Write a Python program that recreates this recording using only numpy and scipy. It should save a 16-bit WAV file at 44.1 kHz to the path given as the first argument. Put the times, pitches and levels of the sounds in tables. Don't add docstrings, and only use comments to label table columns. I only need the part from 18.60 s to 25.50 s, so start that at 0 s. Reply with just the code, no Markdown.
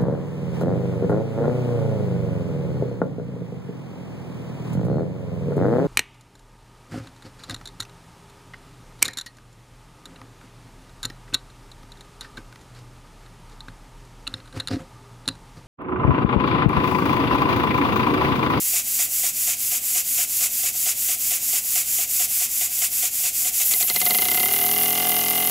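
import sys
import numpy as np
from scipy import signal
from scipy.fft import rfft, irfft, next_fast_len
from scipy.io import wavfile
from scipy.ndimage import uniform_filter1d, map_coordinates

SR = 44100
rng = np.random.default_rng(int(sys.argv[2]) if len(sys.argv) > 2 else 0)


def undo_db(level):
    steps = np.asarray(level, float) / 20
    return 10 ** steps


def persist_wave(psi):
    counts = np.round(np.clip(psi, -1, 1) * 32767).astype(np.int16)
    wavfile.write(sys.argv[1], SR, np.atleast_2d(counts).T)


N = 304290

# time_s, speed_turns_per_s
CRANK_SPEED = [(0.0, 3.55), (0.62, 4.23), (1.09, 4.09), (1.22, 4.32), (2.78, 4.5), (3.25, 4.38), (3.7, 4.9),
               (4.83, 4.68), (5.04, 8.89), (5.18, 11.1), (5.38, 17.76), (5.68, 32.28), (5.87, 37.61),
               (6.14, 41.36), (6.41, 42.4), (6.9, 42.16)]
FULL_SPEED = 42.3


def unit(x):
    return x / np.sqrt(np.mean(x ** 2) + 1e-20)


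def curves(rows, at=None):
    places, *columns = np.transpose(rows)
    where = np.arange(N) / SR if at is None else at
    return [np.interp(where, places, column) for column in columns]


def wobble(rate):
    knots = rng.standard_normal(int(N * rate / SR) + 4)
    return map_coordinates(knots, [np.arange(N) * rate / SR])


def coloured(x, points):
    m = next_fast_len(N + 8192)
    hz, db = np.transpose(points)
    log_hz = np.log(np.fft.rfftfreq(m, 1 / SR) + 1)
    gain = undo_db(np.interp(log_hz, np.log(hz + 1), db, left=-120))
    return irfft(rfft(x, m) * gain, m)[..., :N]


def around(rows, turns):
    at, db = np.transpose(rows)
    return np.interp(turns, at, db, period=1)


def passes(turns, at, level_db, scatter_db, jitter_s):
    where = np.flatnonzero(np.diff(np.floor(turns - at)))
    chance = rng.standard_normal((len(where), 2))
    late = np.round(chance[:, 0] * np.broadcast_to(jitter_s, N)[where] * SR).astype(int)
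    scatter = np.broadcast_to(scatter_db, N)[where] * chance[:, 1]
    out = np.zeros(N)
    out[np.clip(where + late, 0, N - 1)] = undo_db(level_db[where] + scatter)
    return out


def turbulence(points, spit_db):
    bursts = rng.exponential(size=N) * (rng.random(N) < 1500 / SR)
    spits = signal.lfilter([1], [1, -np.exp(-1 / (0.00036 * SR))], bursts)
    swell_db = spit_db * 3 * np.tanh(unit(spits - spits.mean()) / 3)
    swell_db = swell_db + .3 * spit_db * wobble(120)
    return unit(coloured(rng.standard_normal(N) * undo_db(swell_db), points))


def whistling(x):
    # pitch_hz, width_hz, lift_db
    cavities = [(2640, 110, 2.5), (5950, 86, 4.5), (7060, 890, 5.5), (7850, 1300, 4), (12040, 640, 2.5),
                (13600, 180, 4), (15600, 300, -2.5)]
    m = next_fast_len(N)
    f = np.fft.rfftfreq(m, 1 / SR)
    lift_db = sum(db / (1 + (2 * (f - hz) / width) ** 2) for hz, width, db in cavities)
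    return unit(irfft(rfft(x, m) * undo_db(lift_db), m)[:N])


def drive():
    opens_s, open_s = 4.92, 5.06
    speed, = curves(CRANK_SPEED)
    valve, = curves([(opens_s, 0), (open_s, 1)])
    start = curves(CRANK_SPEED, open_s)[0]
    return speed, valve, np.clip((speed - start) / (FULL_SPEED - start), 0, 1)


def full_pressure(speed):
    return np.clip((speed - 6.5) / 10.7, 0, 1)


def merged(climb):
    return np.clip((climb - .86) / (1 - .86), 0, 1)


def raggedness(speed):
    return np.clip(1 - speed / 43, .02, .4)


def shudder(climb):
    return np.exp(-((climb - 0.35) / 0.25) ** 2)


def ducked():
    duck_db, lag_s = 8, .12
    return undo_db(-duck_db * uniform_filter1d(drive()[2], round(2 * lag_s * SR)) ** 1.6)


def leak(turns):
    # angle_turn, level_db
    opening = [(0, -3), (.06, -5.5), (.14, -1.5), (.25, 3.5), (.45, 5), (.53, 6), (.65, 5), (.93, 4.5)]
    # pitch_hz, level_db per Hz
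    colour = [(400, -50), (720, -38), (950, -25.5), (1800, -20.5), (2050, -14), (2600, -12.5),
              (4100, -14.5), (4700, -9), (6500, -7), (9200, -5.5), (10500, -0.5), (13000, -2),
              (15000, -0.5), (15800, -4.5)]
    speed, valve, climb = drive()
    pressure = full_pressure(speed)
    level_db = -26 + 4.5 * valve - 30 * climb
    level_db = level_db + (1 - pressure) * around(opening, turns)
    level_db = np.minimum(level_db, -16 - 19 * pressure)
    return undo_db(level_db + 0.75 * wobble(13)) * whistling(turbulence(colour, spit_db=0.5))


def exhaust_puff(turns):
    # angle_turn, level_db
    trickle = [(0, -5.5), (.06, -14), (.64, -23.5), (.69, -1.5), (.76, -1), (.83, 2.5), (.9, -2.5),
               (.95, -2.5)]
    # angle_turn, level_db
    blown = [(0, -1), (.045, -2), (.08, -18), (.54, -18), (.62, -2), (.75, 0), (.9, -1)]
    # pitch_hz, level_db per Hz
    colour = [(300, -25), (720, -15), (950, -19), (1300, -13), (1800, -14), (2050, -5.5), (2500, -4),
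              (4200, -10), (5000, -5), (6500, -3.5), (9200, -3.5), (11500, -1.5), (14500, -17),
              (15800, 0.5)]
    speed, valve, climb = drive()
    pressure = full_pressure(speed)
    level_db = -21.5 + 2 * valve - 12.5 * climb - 10 * merged(climb)
    port_db = (1 - pressure) * around(trickle, turns) + pressure * around(blown, turns)
    gain = undo_db(level_db + port_db + 1.57 * wobble(25))
    return gain * whistling(turbulence(colour, spit_db=1.0))


def exhaust_pop(turns):
    speed, valve, climb = drive()
    level_db = -28.5 + 4.5 * (np.minimum(speed, 5) - 4.4) - 2.5 * valve
    level_db = level_db - 17 * climb - 9 * merged(climb)
    pop = passes(turns, .685, level_db, scatter_db=1.8, jitter_s=.0015)
    pop += passes(turns, .49, level_db - 13, scatter_db=2.5, jitter_s=.004)
    pop += passes(turns, .99, level_db - 15, scatter_db=2.5, jitter_s=.004)
    return pop


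def vice(pop, clack, rattle):
    # pitch_hz, t60_s, pop_db, clack_db, rattle_db
    modes = [(206, 0.11, -27, -15, -18.5), (348, 0.024, 9, -5, -38), (419.4, 0.07, -14.5, -11, -10.5),
             (543, 0.069, -11, -13.5, -23), (721.6, 0.073, -1.5, -39, 2), (852, 0.066, -36, -31, -21),
             (928, 0.08, -26, -12, -26), (1207, 0.011, 0, 6, 3), (1435, 0.052, -35, -11.5, -16),
             (1587, 0.015, -11, -32, -3.5), (2045, .05, -10, 3, -12), (2092, .05, -10, 3, -12),
             (2846, 0.026, 0, 0.5, 3.5), (3140, 0.028, -2.5, 0.5, -6), (3530, 0.017, 0.5, -4, -4)]
    # pitch_hz, left_minus_right_db
    lean = [(400, 0), (720, 3), (1300, .5), (2000, -2), (3200, -2), (4400, 0)]
    t = np.arange(SR // 4) / SR
    out = np.zeros((2, N))
    for k, (hz, t60, by_pop, by_clack, by_rattle) in enumerate(modes):
        ring = (-1) ** k * np.sin(2 * np.pi * hz * t) * undo_db(-60 * t / t60)
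        by_frame = ring * (1 - np.exp(-t * hz / 5)) ** 2
        sound = signal.fftconvolve(undo_db(by_pop + 3.5) * pop, by_frame)
        sound += signal.fftconvolve(undo_db(by_clack) * clack, ring * (1 - np.exp(-t / 0.0026)))
        sound += signal.fftconvolve(undo_db(by_rattle) * rattle, ring * (1 - np.exp(-t / 0.0016)))
        lean_db = curves(lean, hz)[0] / 2
        out += sound[:N] * undo_db([[lean_db], [-lean_db]])
    return out


def workshop():
    # pitch_hz, level_db rms
    mains = [(59.2, -62), (118.4, -61.5), (242.2, -63.5)]
    # pitch_hz, level_db per Hz
    rumble = [(12, -37), (20, 0), (48, -3.5), (112, 0), (184, -3), (236, 0), (441, -10), (700, -4.5),
              (910, -16.5), (1540, -120)]
    t = np.arange(N) / SR
    hum = np.zeros(N)
    for hz, db in mains:
        gain = np.sqrt(2) * undo_db(db + 0.84 * wobble(4.52))
        hum += gain * np.sin(2 * np.pi * hz * t + 1.0 * wobble(5.14))
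    return ducked() * (hum + undo_db(-54.5) * unit(coloured(rng.standard_normal(N), rumble)))


def room_tone():
    # pitch_hz, level_db per Hz
    colour = [(60, -22), (206, -11), (700, -11), (1630, -21), (2570, -0.5), (4720, -8.5), (5600, -11),
              (6500, -60)]
    tone = undo_db(-49.5) * ducked() * unit(coloured(rng.standard_normal(N), colour))
    return tone * [[1], [-1]]


def walls(x):
    # pitch_hz, level_db
    colour = [(60, -40), (200, -34), (400, -22), (760, -8), (1300, -13), (2400, -6), (4400, -11),
              (6000, -30.5)]
    t = np.arange(SR // 20) / SR
    tail = rng.standard_normal(len(t)) * undo_db(-60 * t / 0.29)
    side = coloured(signal.fftconvolve(x, tail / np.linalg.norm(tail))[:N], colour)
    return np.array([side, -side])


def jet(turns):
    # angle_turn, level_db
    opening = [(.0, 6), (.13, -2), (.3, -1.5), (.44, -5.5), (.48, 4), (.68, -2), (.76, 5), (.88, -6),
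               (.96, -1.5)]
    # pitch_hz, level_db per Hz
    colour = [(6000, -48), (8300, -27), (9300, -11), (10300, -5), (11500, -1), (12500, 0), (13400, -3),
              (14000, -1), (14700, -5), (15200, -3), (15800, -6)]
    speed, valve, climb = drive()
    level_db = -53.5 + 33.5 * valve - 3.5 * climb
    depth = np.clip(speed / 38, 0, 1) ** 1.6
    chop_db = depth * (around(opening, turns) + 3.5)
    return undo_db(level_db + chop_db + 1.2 * wobble(30)) * turbulence(colour, spit_db=2.1)


def spray(turns):
    # angle_turn, level_db
    opening = [(.05, 2.5), (.13, 0), (.3, -3.5), (.49, -6), (.7, -8.5), (.77, -2), (.88, -7), (.98, 2)]
    # pitch_hz, level_db per Hz
    colour = [(1500, -10), (2400, -2), (3500, -2), (4500, -1.5), (5400, -1), (6500, 0), (8500, -2),
              (10000, -1.5), (12000, -30)]
    climb = drive()[2]
    level_db = -53.5 + 21 * (1 - np.exp(-climb / 0.12))
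    return undo_db(level_db + around(opening, turns) + 5.0) * turbulence(colour, spit_db=1.8)


def piston_clack(turns):
    # time_s, tick_peak_db, ring_below_it_db
    hardest = [(5.1382, -10, -20), (5.2277, -13, -20), (5.2998, -9, -16), (5.3606, -10.5, -14),
               (5.4153, -14.5, -10.5), (5.463, -11.5, -12.5), (5.5072, -9, -13.5), (5.5468, -13.5, -11.5),
               (5.5855, -15, -9.5), (5.6197, -17, -6.5), (5.6535, -16, -14), (5.684, -21, -2.5),
               (5.7144, -16.5, -7.5), (5.7429, -27.5, 1), (5.7736, -18, -5.5), (5.8002, -15, -10)]
    speed, valve, climb = drive()
    ragged = raggedness(speed)
    clack_db = -29 + 37 * (1 - climb)
    clack = passes(turns, 0, clack_db, scatter_db=8 * ragged + 1.6, jitter_s=.001 * ragged)
    clack[:round((hardest[-1][0] + .5 / FULL_SPEED) * SR)] = 0
    strike = clack * undo_db(-25 - clack_db)
    for s, db, ring_db in hardest:
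        strike[round(s * SR)] = undo_db(db + 7)
        clack[round(s * SR)] = undo_db(db + ring_db + 3.0)
    return strike, clack


def bright_tick(strike):
    t = np.arange(SR // 4) / SR
    tick = np.sin(2 * np.pi * 4300 * t)
    tick += 0.25 * np.sin(2 * np.pi * 5600 * t)
    tick += 0.26 * np.sin(2 * np.pi * 7800 * t)
    tick *= undo_db(-60 * t / 0.0038) * (1 - np.exp(-t / 0.00016))
    return signal.fftconvolve(strike, tick)[:N]


def linkage_rattle(turns):
    # angle_turn, level_db, push (+) or pull (-) factor
    knocks = [
        (.04, 5.5, 0.52),
        (0.189, 5.5, 0.78),
        (.77, -2.5, -1.2),
        (.9, -4.5, 1),
    ]
    speed, valve, climb = drive()
    ragged = raggedness(speed)
    level_db = -31 + 23.5 * np.log10(speed / FULL_SPEED)
    level_db = level_db + 6 * shudder(climb) + 3 * merged(climb)
    rattle = np.zeros(N)
    for at, db, push in knocks:
        rattle += push * passes(turns, at, level_db + db, 5 * ragged + 1.2, jitter_s=.0012 * ragged)
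    return rattle


def bench_drum(turns):
    # multiple of the crank speed, level_db
    harmonics = [(1, -33), (2, -24), (3, -7), (4, -11), (5, -8), (6, -13), (7, -2.5), (8, -9.5), (9, -7.5),
                 (10, -1)]
    speed, valve, climb = drive()
    ragged = raggedness(speed)
    level_db = -42.5 + 34 * np.log10(speed / FULL_SPEED)
    level_db = level_db + 4.5 * shudder(climb) + 3 * merged(climb)
    drum = np.zeros(N)
    for k, db in harmonics:
        phase = k * turns + rng.random() + 0.63 * ragged * wobble(40)
        drum += undo_db(db + 9 * ragged * wobble(40)) * np.sin(2 * np.pi * phase)
    return undo_db(level_db) * drum


def metal(turns):
    # pitch_hz, level_db
    metal_tone = [(20, -40), (50, -31), (90, 6.5), (130, 0.5), (16000, -0.5)]
    strike, clack = piston_clack(turns)
    ring = vice(exhaust_pop(turns), clack, linkage_rattle(turns))
    return coloured(ring + bright_tick(strike) + bench_drum(turns), metal_tone)


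def scene():
    turns = .216 + np.cumsum(curves(CRANK_SPEED)[0]) / SR
    breath = leak(turns) + exhaust_puff(turns) + jet(turns) + spray(turns)
    iron = metal(turns)
    reflections = walls(undo_db(-11.5) * breath + undo_db(-6) * iron.mean(0))
    return breath + iron + workshop() + reflections + room_tone()


def band_limit(x):
    return signal.sosfilt(signal.butter(12, 16970, fs=SR, output="sos"), x)


def record(dry):
    mix = coloured(dry, [(0, 0), (15715, 0), (15730, -200)])
    return band_limit(mix)


dry = scene()
out = record(dry)
persist_wave(out)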